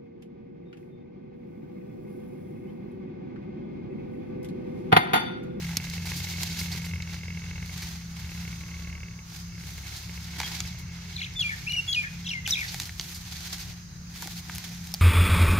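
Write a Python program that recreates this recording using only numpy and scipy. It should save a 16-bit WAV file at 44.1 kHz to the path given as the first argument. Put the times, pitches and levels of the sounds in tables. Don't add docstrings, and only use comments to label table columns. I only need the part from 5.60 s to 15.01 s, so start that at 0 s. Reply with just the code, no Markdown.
import sys
import numpy as np
from scipy import signal
from scipy.fft import rfft, irfft, next_fast_len
from scipy.io import wavfile
from scipy.ndimage import uniform_filter1d

SR = 44100
rng = np.random.default_rng(int(sys.argv[2]) if len(sys.argv) > 2 else 0)


def pcm_store(signal):
    levels = np.round(np.clip(np.atleast_2d(signal), -1, 1) * 32767)
    wavfile.write(sys.argv[1], SR, levels.astype(np.int16).T)


def volts(x):
    e = np.asarray(x, float) / 20
    return 10 ** e


N = 414981
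T = np.arange(N) / SR

# [f/Hz, level/dB per Hz]
FIELD_COLOUR = [(12, -46), (20, -9), (65, -8), (139, -9.5), (156, -9.5), (179, -26.5), (230, -26.5),
                (465, -37.5), (583, -39.5), (1470, -29.5), (3330, -38.5), (5070, -28), (8170, -47),
                (15000, -47), (16500, -56)]
# [f/Hz, likeness 0-1]
FIELD_LIKENESS = [(60, 1), (150, 0.88), (380, 0.78), (950, 0.0072), (2380, 0.031), (5980, 0.053),
                  (15000, 0.044)]
# [f/Hz, level/dB]
MIC_TILT = [(60, 0.5), (120, 1.5), (240, -1), (480, 1), (950, 1), (1890, -1), (3770, -4), (7520, -0.5),
            (15000, 7)]

# [t/s, level/dB]
PUMP_LEVEL = [(0.0, -37), (0.018, -35), (0.71, -41), (1.13, -36), (1.36, -41), (2.8, -41.5), (3.77, -49),
              (3.9, -43), (4.43, -59), (4.48, -45), (5.16, -43.5), (6.32, -51), (6.65, -42), (7.0, -49),
              (9.3, -43), (9.41, -49.5)]
# [multiple of the pump pitch, level/dB]
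PUMP_PARTIALS = [(1.2, -17), (.8, -14.5)]

# [t/s, level/dB]
TRACTOR_LOAD = [(0, -42.5), (.7, -40.5), (1.35, -40.5), (2.07, -45.5), (2.46, -60), (2.62, -46),
                (2.92, -45), (3.45, -44), (3.7, -71), (4, -51), (4.27, -49.5), (5.05, -47), (5.9, -57.5),
                (7.0, -52.5), (7.45, -78), (7.92, -69), (8.3, -101), (9.41, -91)]
# [t/s, firings per s]
FIRING_RATE = [(0, 45.1), (.6, 44.6), (1, 43.4), (2.07, 43.6), (2.5, 37.6), (2.62, 38.5), (3.5, 37.7),
               (4, 35.1), (4.27, 34.9), (5.05, 39.3), (5.3, 41.9), (5.9, 47), (7.07, 45), (7.7, 39),
               (9.41, 39)]
# [f/Hz, width/Hz, level/dB]
ENGINE_BLOCK = [(72, 30, 4), (330, 250, -11), (820, 200, -17), (1670, 180, -12), (2190, 170, 0),
                (2400, 170, -9), (2620, 170, -5)]
CYLINDER_LEVELS = [0, -4, -1.5]
# [t/s, peak level/dB]
HARD_FIRINGS = [(0.092, -30), (0.115, -36), (0.2239, -36), (0.2476, -32), (0.2693, -30), (0.3358, -28.5),
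                (0.379, -27), (0.4702, -28), (0.515, -27), (0.6025, -30), (0.6699, -29), (0.7831, -28.5),
                (0.8054, -32), (0.9203, -31.5), (1.0134, -26), (1.0575, -30), (1.0824, -29), (1.1744, -31),
                (1.2426, -31), (1.265, -29), (1.3114, -33), (1.3352, -26.5), (1.3585, -32), (1.4025, -29),
                (1.474, -30.5), (1.5423, -31), (1.6332, -31), (1.6814, -29.5), (1.704, -29.5),
                (1.7725, -29.5), (1.8186, -32.5), (1.9106, -30), (1.957, -31.5), (1.9794, -30),
                (2.026, -31), (2.094, -32), (2.6922, -33), (2.7172, -32), (2.8504, -33), (2.877, -29.5),
                (2.928, -31.5), (3.035, -34), (3.166, -35.5), (3.2725, -33.5), (3.327, -32), (3.352, -33),
                (3.4042, -35), (3.4315, -30.5), (3.483, -36), (3.59, -35.5), (3.9225, -41), (3.952, -39),
                (3.979, -37), (4.008, -40), (4.0362, -35.5), (4.1804, -36), (4.323, -35), (4.4942, -33),
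                (4.5755, -31), (5.05, -32)]
# [t/s, f/Hz, level/dB]
GEAR_WHINE = [
    (2.5, 772, -80),
    (2.56, 850, -69),
    (2.9, 1095, -70),
    (3.0, 1105, -63),
    (3.4, 1110, -64),
    (3.5, 1112, -72),
    (3.68, 1118, -67),
    (3.85, 1120, -72),
]

# [t/s, length/s, f/Hz, peak level/dB]
HELD_NOTES = [(4.831, 0.039, 3280, -35.5), (5.756, 0.041, 3560, -32), (5.791, 0.011, 3465, -22.5),
              (5.806, 0.013, 3310, -19), (5.834, 0.053, 2418, -26.5), (5.892, 0.0085, 2264, -24),
              (6.101, 0.023, 2896, -26), (6.129, 0.024, 2895, -24), (6.162, 0.024, 2870, -22.5),
              (6.176, 0.028, 2785, -24), (6.201, 0.014, 2830, -39), (6.277, 0.04, 3387, -23.5),
              (6.299, 0.032, 3345, -24), (6.359, 0.039, 2502, -22), (6.385, 0.04, 2430, -27),
              (6.693, 0.0063, 3260, -27), (6.709, 0.013, 2780, -27.5), (6.749, 0.019, 2126, -29.5),
              (6.764, .032, 2086, -33), (6.839, 0.023, 2050, -38), (6.725, 0.03, 5500, -47),
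              (6.959, .01, 3900, -34), (6.92, 0.012, 3850, -20), (6.942, 0.0072, 3270, -25)]
# [t/s, length/s, start f/Hz, end f/Hz, peak level/dB]
WARBLE_NOTES = [(5.529, .018, 2840, 4250, -50), (5.559, 0.012, 4200, 4000, -35),
                (5.564, .011, 4050, 3280, -36), (5.573, .006, 3400, 4300, -38),
                (5.575, 0.0072, 2250, 2500, -37), (5.58, .006, 2800, 3700, -37),
                (5.584, 0.015, 2400, 2150, -37), (5.589, .015, 4700, 3200, -34),
                (5.600, 0.0069, 3400, 4400, -42), (5.602, 0.0075, 2100, 3220, -34),
                (5.609, .009, 3200, 2270, -34), (5.615, 0.0064, 2330, 2110, -29),
                (5.616, 0.012, 4600, 3270, -33), (5.621, 0.011, 3340, 3300, -34),
                (5.628, 0.0073, 2270, 3100, -38), (5.634, 0.0078, 3240, 2250, -31),
                (5.641, 0.012, 4440, 2650, -32.5), (5.642, .008, 2610, 2800, -43),
                (5.656, .008, 2920, 2500, -45), (5.661, 0.0158, 2800, 1830, -40),
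                (6.643, .016, 3410, 3100, -41), (6.657, 0.011, 2770, 2750, -38),
                (6.656, .008, 4100, 4080, -37), (6.664, 0.017, 4080, 2270, -32.5),
                (6.677, .007, 3350, 3100, -32), (6.687, 0.0065, 4200, 3480, -33),
                (6.702, 0.013, 3260, 2130, -33), (6.703, .005, 4300, 3900, -36),
                (6.72, 0.0096, 2770, 2130, -33), (6.73, 0.0088, 2890, 2230, -29),
                (6.732, .015, 2300, 2160, -29), (6.734, 0.0062, 3070, 2800, -37),
                (6.881, 0.013, 3500, 3730, -30), (6.906, 0.0117, 6160, 4860, -20.5),
                (6.952, .009, 2780, 2130, -26)]
# [t/s, start f/Hz, peak level/dB]
SLUR_NOTES = [(5, 2410, -40), (5.822, 3030, -25), (6.092, 4320, -35), (6.328, 3410, -23),
              (6.345, 3030, -23.5), (6.686, 5700, -36), (6.711, 5750, -37), (6.656, 6150, -43),
              (6.668, 6300, -42), (6.862, 5900, -42), (6.930, 3740, -21)]
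STROKE_NOTES = [
    (6.855, 3560, -32),
    (6.857, 2920, -33),
]
RISING_NOTES = [
    (6.066, 2300, -29),
    (6.076, 2490, -27),
]
FLICK_NOTES = [
    (5.800, 5430, -27),
    (5.818, 4700, -30),
    (6.327, 5050, -23.5),
    (6.344, 4400, -29),
]
# [start t/s, end t/s, period/s, start f/Hz, peak level/dB]
RUNS_OF_SLURS = [
    (6.087, 6.16, .0305, 2480, -32.5),
]
RUNS_OF_PIPS = [
    (6.969, 7.02, .0139, 2600, -29),
    (6.9755, 7.02, 0.013, 2465, -27),
    (7.022, 7.036, .0055, 2170, -32),
    (7.041, 7.05, 0.0052, 2040, -34),
    (5.903, 5.922, 0.0065, 2410, -33),
    (5.905, 5.94, .0066, 1910, -33),
    (6.428, 6.45, .006, 2460, -34),
    (6.437, 6.475, .0066, 1900, -33.5),
]

# [t/s, peak level/dB, f/Hz]
ROOT_KNOCKS = [(0.168, -35, 261), (0.222, -53, 320), (0.277, -42, 261), (0.367, -45, 269),
               (0.441, -47, 315), (0.561, -37, 294), (0.837, -48, 298), (0.904, -43, 275),
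               (1.102, -51, 310), (1.243, -43, 269), (1.523, -52, 347), (1.916, -54, 299),
               (2.016, -53, 261), (3.944, -47, 331), (4.398, -48, 261), (4.782, -41, 285),
               (7.139, -53, 700), (7.199, -47, 261), (7.294, -54, 261), (7.397, -45, 345),
               (8.608, -48, 315), (8.656, -39, 323), (8.882, -44, 264), (9.338, -42, 646)]

# [f/Hz, level/dB per Hz]
LEAF_COLOUR = [(150, -71), (250, -7), (343, -2.5), (531, -20.5), (753, -2), (1230, -9), (1490, -3),
               (2120, -1), (2800, -6), (4340, -0.5), (6600, -5), (8140, -13), (14000, -10), (15700, -22),
               (16400, -50)]
LEAF_LIKENESS = (.6, .2, .03)
# [peak t/s, length/s, effort level/dB, fizz level/dB over swish]
HAND_MOVES = [(0.0, 0.38, -44.5, -5.5), (0.33, .2, -46.5, -6.5), (0.683, 0.53, -39, -6.5),
              (1.065, 0.43, -43, -6.5), (1.537, 0.1, -47, -9), (2.0, 1, -54, -10), (2.226, 0.29, -47, -5),
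              (2.76, 0.43, -47.5, -6), (3.18, 0.26, -52, -7), (5.12, 0.2, -50, -13), (8.12, 0.18, -59, -26),
              (3.768, 0.15, -49.5, -3.5), (4.123, 0.21, -46.5, -3.5), (4.354, 0.18, -43, -6.5),
              (4.57, 0.21, -45.5, -6.5), (4.88, 0.31, -40.5, -7.5), (5.5, 0.33, -49, -11),
              (5.974, 0.33, -48.5, -8), (6.3, 0.8, -49.5, -8.5), (6.9, 0.044, -35.5, -4),
              (7.042, 0.22, -41, -6), (7.198, 0.16, -43, -3), (7.484, 0.28, -45, -3),
              (7.868, 0.36, -41.5, -6), (8.66, 0.19, -44, -3), (8.776, 0.056, -44.5, -4),
              (8.994, 0.29, -44.5, -6), (9.314, 0.54, -50, -3.5)]
# [peak t/s, length/s, body level/dB]
BUNDLE_SHIFTS = [
    (.05, 0.32, -49.5),
    (2.25, .2, -61),
    (4.85, 0.19, -46),
    (8.67, 0.067, -54.5),
    (9.1, 0.44, -59),
    (9.36, 0.13, -63),
]
# [t/s, swish peak level/dB, fizz level/dB over swish, body level/dB over swish]
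STALK_SNAPS = [(0.1695, -15.5, -5.5, -13), (0.2994, -31, -4, -20), (0.366, -29, -21, -7),
               (0.5188, -29, -8, -1), (0.8324, -27, 7, -3), (1.4226, -29.5, -19, -20.5),
               (2.06, -38, -2, -11), (4.8012, -21.5, -7, -0.5), (4.8148, -27, -12, 1),
               (4.8314, -29, -18, 5), (4.9184, -35, -15, 2), (5.004, -24.5, -10, -6.5),
               (6.1215, -29, -7, -20), (6.8757, -18.5, -10, -10.5), (7.0074, -28.5, -7, -16),
               (7.0413, -32, -24, -20), (7.144, -28, -3, -3.5), (7.2, -21.5, -4, -9),
               (7.233, -31, -10, -25), (7.255, -28.5, -9, -18), (7.219, -28, -16, -29),
               (7.2937, -33.5, -21, 0), (7.3967, -22.5, -16, -7), (7.411, -27, -9, -12),
               (8.6228, -32, 3, -4), (8.673, -30, -2, -5), (8.8955, -36, -5, 1), (8.9501, -33, 2.5, -2),
               (8.9574, -33, 1, -11), (8.982, -29.5, 0, -4), (9.2718, -32, -4, -25),
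               (9.3398, -25.5, 3.5, -15), (9.148, -38, -2, -20), (9.245, -44, 0, -20), (9.318, -41, 1, -20)]
LEAF_CRUNCHES = [(0.4539, -32, 2, 0), (0.562, -30, 2, -22), (0.9044, -31.5, -15, -16), (0.988, -25, 0, -9),
                 (1.0234, -46, 15, -9), (1.1144, -27.5, -5, -4), (1.2444, -35.5, 3, 1),
                 (1.5274, -37.5, -4, 2), (2.2194, -31.5, 0, 1.5), (3.7134, -44, -5, 2),
                 (4.3594, -35, 1, -13), (5.1841, -45, 6, -12), (7.0773, -26, -18, -26),
                 (7.5433, -33, 2, -27), (7.9972, -35, 1, -7)]
# [t/s, f/Hz, peak level/dB]
STALK_RINGS = [(0.108, 850, -40), (0.132, 850, -42), (0.149, 850, -40), (0.1697, 5220, -13),
               (0.1705, 6470, -12.5), (0.453, 820, -37), (0.518, 850, -34), (4.8013, 895, -21.5),
               (4.8019, 1400, -32), (4.8013, 2280, -20.5), (4.8006, 5740, -22), (4.815, 2100, -32),
               (4.815, 850, -34), (4.8315, 2230, -26), (4.8317, 860, -33), (4.832, 1330, -37),
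               (5.004, 3480, -22), (5.004, 6800, -19), (6.8753, 4970, -23), (6.876, 2920, -24),
               (6.877, 1510, -28.5), (6.877, 920, -44), (6.901, 800, -44), (7.145, 810, -33),
               (7.1996, 3800, -20), (7.3966, 4530, -21), (7.3965, 1020, -39), (8.626, 955, -33),
               (8.626, 1510, -36), (8.659, 765, -37), (8.677, 790, -34.5), (8.675, 1520, -35),
               (8.896, 1570, -24.5), (8.896, 1210, -31), (8.896, 2280, -28.5), (8.896, 960, -34),
               (9.340, 5550, -18.5), (9.346, 4750, -21), (9.341, 794, -31.5)]


def evened(x):
    return x / np.sqrt(np.mean(x ** 2, axis=-1, keepdims=True) + 1e-20)


def read(points, hz):
    f, value = np.transpose(points)
    return np.interp(np.log(hz + 1), np.log(f + 1), value)


def follow(rows):
    s, *columns = np.transpose(rows)
    return [np.interp(T, s, c) for c in columns]


def drift(hz):
    step = 64
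    coarse = signal.lfilter(*signal.butter(2, hz * step * 2 / SR), rng.standard_normal(N // step + 2))
    return np.interp(np.arange(N) / step, np.arange(len(coarse)), evened(coarse))


def wave(turns):
    return np.sin(2 * np.pi * turns)


def resonate(x, hz, width):
    return signal.lfilter(*signal.iirpeak(hz, hz / width, SR), x)


def placed(x, lead, pan_db):
    return np.array([x * volts(pan_db / 2), np.roll(x, lead) * volts(-pan_db / 2)])


def paired(noise, same):
    same = np.clip(same, 0, 1)
    return np.sqrt(1 - same) * noise[:2] + np.sqrt(same) * noise[2]


def field():
    frames, hz = N // 512 + 5, np.fft.rfftfreq(2048, 1 / SR)
    a, b, c, d, patches = rng.standard_normal((frames, 1025, 5)).T
    patches = uniform_filter1d(patches, size=20, axis=0)
    patches = evened(uniform_filter1d(patches, size=8, axis=1))
    same = np.clip(read(FIELD_LIKENESS, hz), -1, 1)[:, None]
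    left = a + 1j * b
    right = same * left + np.sqrt(1 - same ** 2) * (c + 1j * d)
    spectra = np.array([left, right]) * volts(read(FIELD_COLOUR, hz)[:, None] + 2 * patches)
    sound = signal.istft(spectra, nperseg=2048, noverlap=1536)[1][:, :N]
    return volts(-44) * sound / np.std(sound)


def insects():
    hz, width, level_db = 6280, 730, -55.5
    hiss = rng.standard_normal((2, N))
    hiss = resonate(resonate(hiss, hz, width), hz, width)
    return volts(level_db + drift(1.5)) * evened(hiss)


def pump():
    pump_hz, rise_hz_per_s = 170.1, .4
    turns = (pump_hz + rise_hz_per_s * T / 2) * T + .12 * drift(1.5)
    sides = sum(volts(db + 4.3 * drift(37.0)) * np.sin(2 * np.pi * k * turns + 0.8 * drift(5.0))
                for k, db in PUMP_PARTIALS)
    tone = volts(2.04 * drift(8.2)) * np.sin(2 * np.pi * turns + 0.31 * drift(4.2))
    return placed(volts(follow(PUMP_LEVEL)[0] + 3) * (tone + sides), 1, .1)


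def exhaust(turns, load_db):
    level_db = -44.5 + 0.19 * (load_db + 50)
    orders = ((1, -11.0), (2, -0.5), (3, -5.0))
    return sum(volts(level_db + db + 2.0 + 2.0 * drift(4.9))
               * np.sin(2 * np.pi * k * turns + 0.36 * drift(18.0)) for k, db in orders)


def engine_knock(turns, hz, load_db):
    behind_trees_s, knock_s, hard_over_load_db = 4.7, .004, 11.5
    firing = turns.astype(int)
    uneven_db = 1.5 * rng.standard_normal(1000)[firing]
    strength = volts(np.take(CYLINDER_LEVELS, firing % len(CYLINDER_LEVELS)) + uneven_db)
    s, hard_db = np.transpose(HARD_FIRINGS)
    at, hard = (s * SR).astype(int), np.zeros(N)
    hard[at] = volts(hard_db - load_db[at] - hard_over_load_db)
    ordinary = ~np.isin(firing, np.round(turns[at]))
    blur = .15 * volts(np.clip(-48 - load_db, 0, 12) + 6 * (T > behind_trees_s))
    ordinary_decay = np.exp(-(turns % 1) / hz / knock_s)
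    hard_decay = signal.lfilter([1], [1, -np.exp(-1 / (knock_s * SR))], hard)
    rattle = strength * (ordinary * .6 * ordinary_decay + blur) + .35 * hard_decay
    clicks = 8 * strength * ordinary * np.diff(firing, prepend=0) * (T < behind_trees_s)
    blows = rattle * rng.standard_normal(N) + 13 * hard + clicks
    knock = sum(volts(db) * evened(resonate(resonate(blows, f, w), f, 2 * w)) for f, w, db in ENGINE_BLOCK)
    return knock * volts(load_db)


def gear_whine():
    hz, level_db = follow(GEAR_WHINE)
    running = (T > GEAR_WHINE[0][0]) & (T < GEAR_WHINE[-1][0])
    loudness = running * volts(level_db + 1.5 + 2.5 * drift(25))
    return loudness * np.sin(2 * np.pi * np.cumsum(hz) / SR + 1.2 * drift(20))


def tractor():
    (hz,), (load_db,) = follow(FIRING_RATE), follow(TRACTOR_LOAD)
    turns = np.cumsum(hz) / SR
    return placed(exhaust(turns, load_db) + engine_knock(turns, hz, load_db) + gear_whine(), 3, 0.21)


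def notes():
    def repeated(runs):
        return [(s, hz, db) for start, end, period, hz, db in runs for s in np.arange(start, end, period)]
    sung = (  # length/s, end over start pitch, where sung
        (.013, .9, SLUR_NOTES + repeated(RUNS_OF_SLURS)),
        (.016, .74, STROKE_NOTES),
        (.014, 1.15, RISING_NOTES),
        (.0065, .84, repeated(RUNS_OF_PIPS)),
        (.007, .67, FLICK_NOTES))
    glides = [(s, length, hz, hz * ratio, db) for length, ratio, rows in sung for s, hz, db in rows]
    sag_hz_per_s = 1300
    holds = [(s, length, hz, hz - sag_hz_per_s * length, db) for s, length, hz, db in HELD_NOTES]
    return glides + WARBLE_NOTES + holds


def bird():
    song, wobble = np.zeros(N), np.array([drift(65), drift(170)])
    for s, length, start_hz, end_hz, db in notes():
        u, at = np.linspace(0, 1, round(length * SR)), round(s * SR)
        hoarse = np.clip(abs(end_hz - start_hz) / length / 90000 + volts(-db - 46), .06, .8)
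        pitch, loud = wobble[:, at:at + len(u)] * hoarse
        hz = (start_hz + (end_hz - start_hz) * u) * (1 + .03 * pitch)
        turns = np.cumsum(hz) / SR
        octave_db = -16 - 2.8 * ((start_hz + end_hz - 5900) / 900) ** 2
        tone = wave(turns) + volts(octave_db) * wave(2 * turns)
        tone = tone + volts(-29.5) * wave(3 * turns) + volts(-34.0) * wave(4 * turns)
        song[at:at + len(u)] += volts(db + .8 + 3.5 * loud) * np.sin(np.pi * u) ** .6 * tone
    t = np.arange(SR // 2) / SR
    near, far = volts(-60 * t / .05), volts(-5 - 60 * t / .5)
    sparse = rng.random((2, len(t))) < .2
    trees = rng.standard_normal((2, len(t))) * sparse * (near + far) * (t > .003)
    echo = signal.fftconvolve(song[None], trees / np.linalg.norm(trees[0]), axes=1)[:, :N]
    return placed(song, 14, 4.5) + volts(-9) * echo


def thuds():
    out, t = np.zeros(N + 2000), np.arange(2000) / SR
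    decay = np.exp(-t / 0.0062)
    for s, db, hz in ROOT_KNOCKS:
        at = round(s * SR)
        out[at:at + len(t)] += volts(db + 2) * np.minimum(t * hz, 1) * decay * wave(hz * t)
    return placed(out[:N], 3, 0.1)


def leaf_bands():
    hz = abs(np.fft.fftfreq(2048, 1 / SR))
    low, high = (1 / (1 + (hz / edge) ** 12) for edge in (2700, 7300))
    shares = np.sqrt([low, (1 - low) * high, 1 - high])
    gain = np.log(volts(read(LEAF_COLOUR, hz)) * shares + 1e-5)
    spectrum = np.exp(gain - 1j * signal.hilbert(gain).imag)
    taps = np.fft.ifft(spectrum).real[:, :1024]
    return taps / np.linalg.norm(taps, axis=1, keepdims=True)


def swells(rows, t):
    rise_share, ends_db = 0.49, -5.5
    s, length, db = np.transpose(rows)[:3, :, None]
    u = (t - s) / (length * np.where(t < s, rise_share, 1 - rise_share))
    return volts(2 * (db + ends_db * abs(u) ** 2.04))


def effort():
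    rest_db, rest_fizz_db = -67, -18
    t = T[::64]
    power, fizz_db = swells(HAND_MOVES, t), np.transpose(HAND_MOVES)[3, :, None]
    swish_db = 10 * np.log10(power.sum(0) + volts(2 * rest_db))
    bright_db = 10 * np.log10((power * volts(2 * fizz_db)).sum(0) + volts(2 * (rest_db + rest_fizz_db)))
    along_db = -53.5 + 0.68 * (swish_db + 47)
    body_db = 10 * np.log10(volts(2 * along_db) + swells(BUNDLE_SHIFTS, t).sum(0))
    return [np.interp(T, t, c) for c in (bright_db, swish_db, body_db)]


def rustle(bands):
    fizz_db, swish_db, body_db = effort()
    creases_per_s, crease_s = 350, 0.0051
    crease_db = 3.5 * np.minimum(rng.exponential(1, N), 4) + 3.0 * drift(25)
    creases = (rng.random(N) < creases_per_s / SR) * volts(crease_db)
    ticks = signal.lfilter([1], [1, -np.exp(-1 / (crease_s * SR))], creases)
    rub = evened(rng.standard_normal((3, N)) * (1.7 + evened(ticks)) * volts(1.2 * drift(16)))
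    levels = volts([body_db, swish_db, fizz_db])
    return sum(signal.oaconvolve(paired(rub, same) * level, band[None])[:, :N]
               for level, band, same in zip(levels, bands, LEAF_LIKENESS))


def bursts(events, shape, bands):
    out = np.zeros((2, N + 4000))
    noises = rng.standard_normal((len(events), 3, len(shape)))
    for (s, db, fizz_db, body_db), noise in zip(events, noises):
        at = round(s * SR)
        for level, band, same in zip(volts([body_db, 0, fizz_db]), bands, LEAF_LIKENESS):
            burst = paired(noise * shape, same + 0.58) * level * volts(db)
            out[:, at:at + len(shape) + 1023] += signal.fftconvolve(burst, band[None])
    return out[:, :N]


def rings():
    ring_s, rough_share = .003, .35
    out, t = np.zeros(N + 900), np.arange(900) / SR
    for (s, hz, db), noise in zip(STALK_RINGS, rng.standard_normal((len(STALK_RINGS), len(t)))):
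        rough = 1 + rough_share * evened(uniform_filter1d(noise, size=round(40000 / hz)))
        envelope = np.minimum(t * hz, 1) * np.exp(-t / ring_s * np.sqrt(hz / 1000))
        at = round(s * SR)
        out[at:at + len(t)] += volts(db) * rough * envelope * wave(hz * t)
    return placed(out[:N], 1, 0.1)


def snaps(bands):
    t = np.arange(2600) / SR
    crack_shape = .35 * np.exp(-t / .0003) + .45 * np.exp(-t / .0011) + .22 * np.exp(-t / .006)
    crunch_shape = np.sqrt(t / 0.029) * np.exp(-t / 0.014)
    no_bass = signal.butter(4, 680, "high", fs=SR)
    cracks = signal.lfilter(*no_bass, bursts(STALK_SNAPS, crack_shape, bands))
    crunch = bursts(LEAF_CRUNCHES, crunch_shape, bands)
    pocket = volts(-1) * resonate(crunch, 4770, 1300)
    return cracks + rings() + 0.64 * crunch + pocket


def scene():
    bands = leaf_bands()
    background = field() + insects() + pump() + tractor() + bird()
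    return background + thuds() + rustle(bands) + snaps(bands)


def roll_off(x):
    return signal.sosfilt(signal.butter(12, 16820, fs=SR, output="sos"), x)


def record(dry):
    low_hz, high_hz = 46, 15780
    size = next_fast_len(N)
    hz = np.fft.rfftfreq(size, 1 / SR)
    low_cut = 1 + (low_hz / (hz + 1)) ** 6
    high_cut = 1 + np.minimum(hz / high_hz, 1.02) ** 900
    band = 1 / np.sqrt(low_cut * high_cut)
    tilt = volts(read(MIC_TILT, hz) * np.array([[.5], [-.5]]))
    mix = irfft(rfft(dry, size) * band * tilt, size)[:, :N]
    return roll_off(mix)


dry = scene()
out = record(dry)
pcm_store(out)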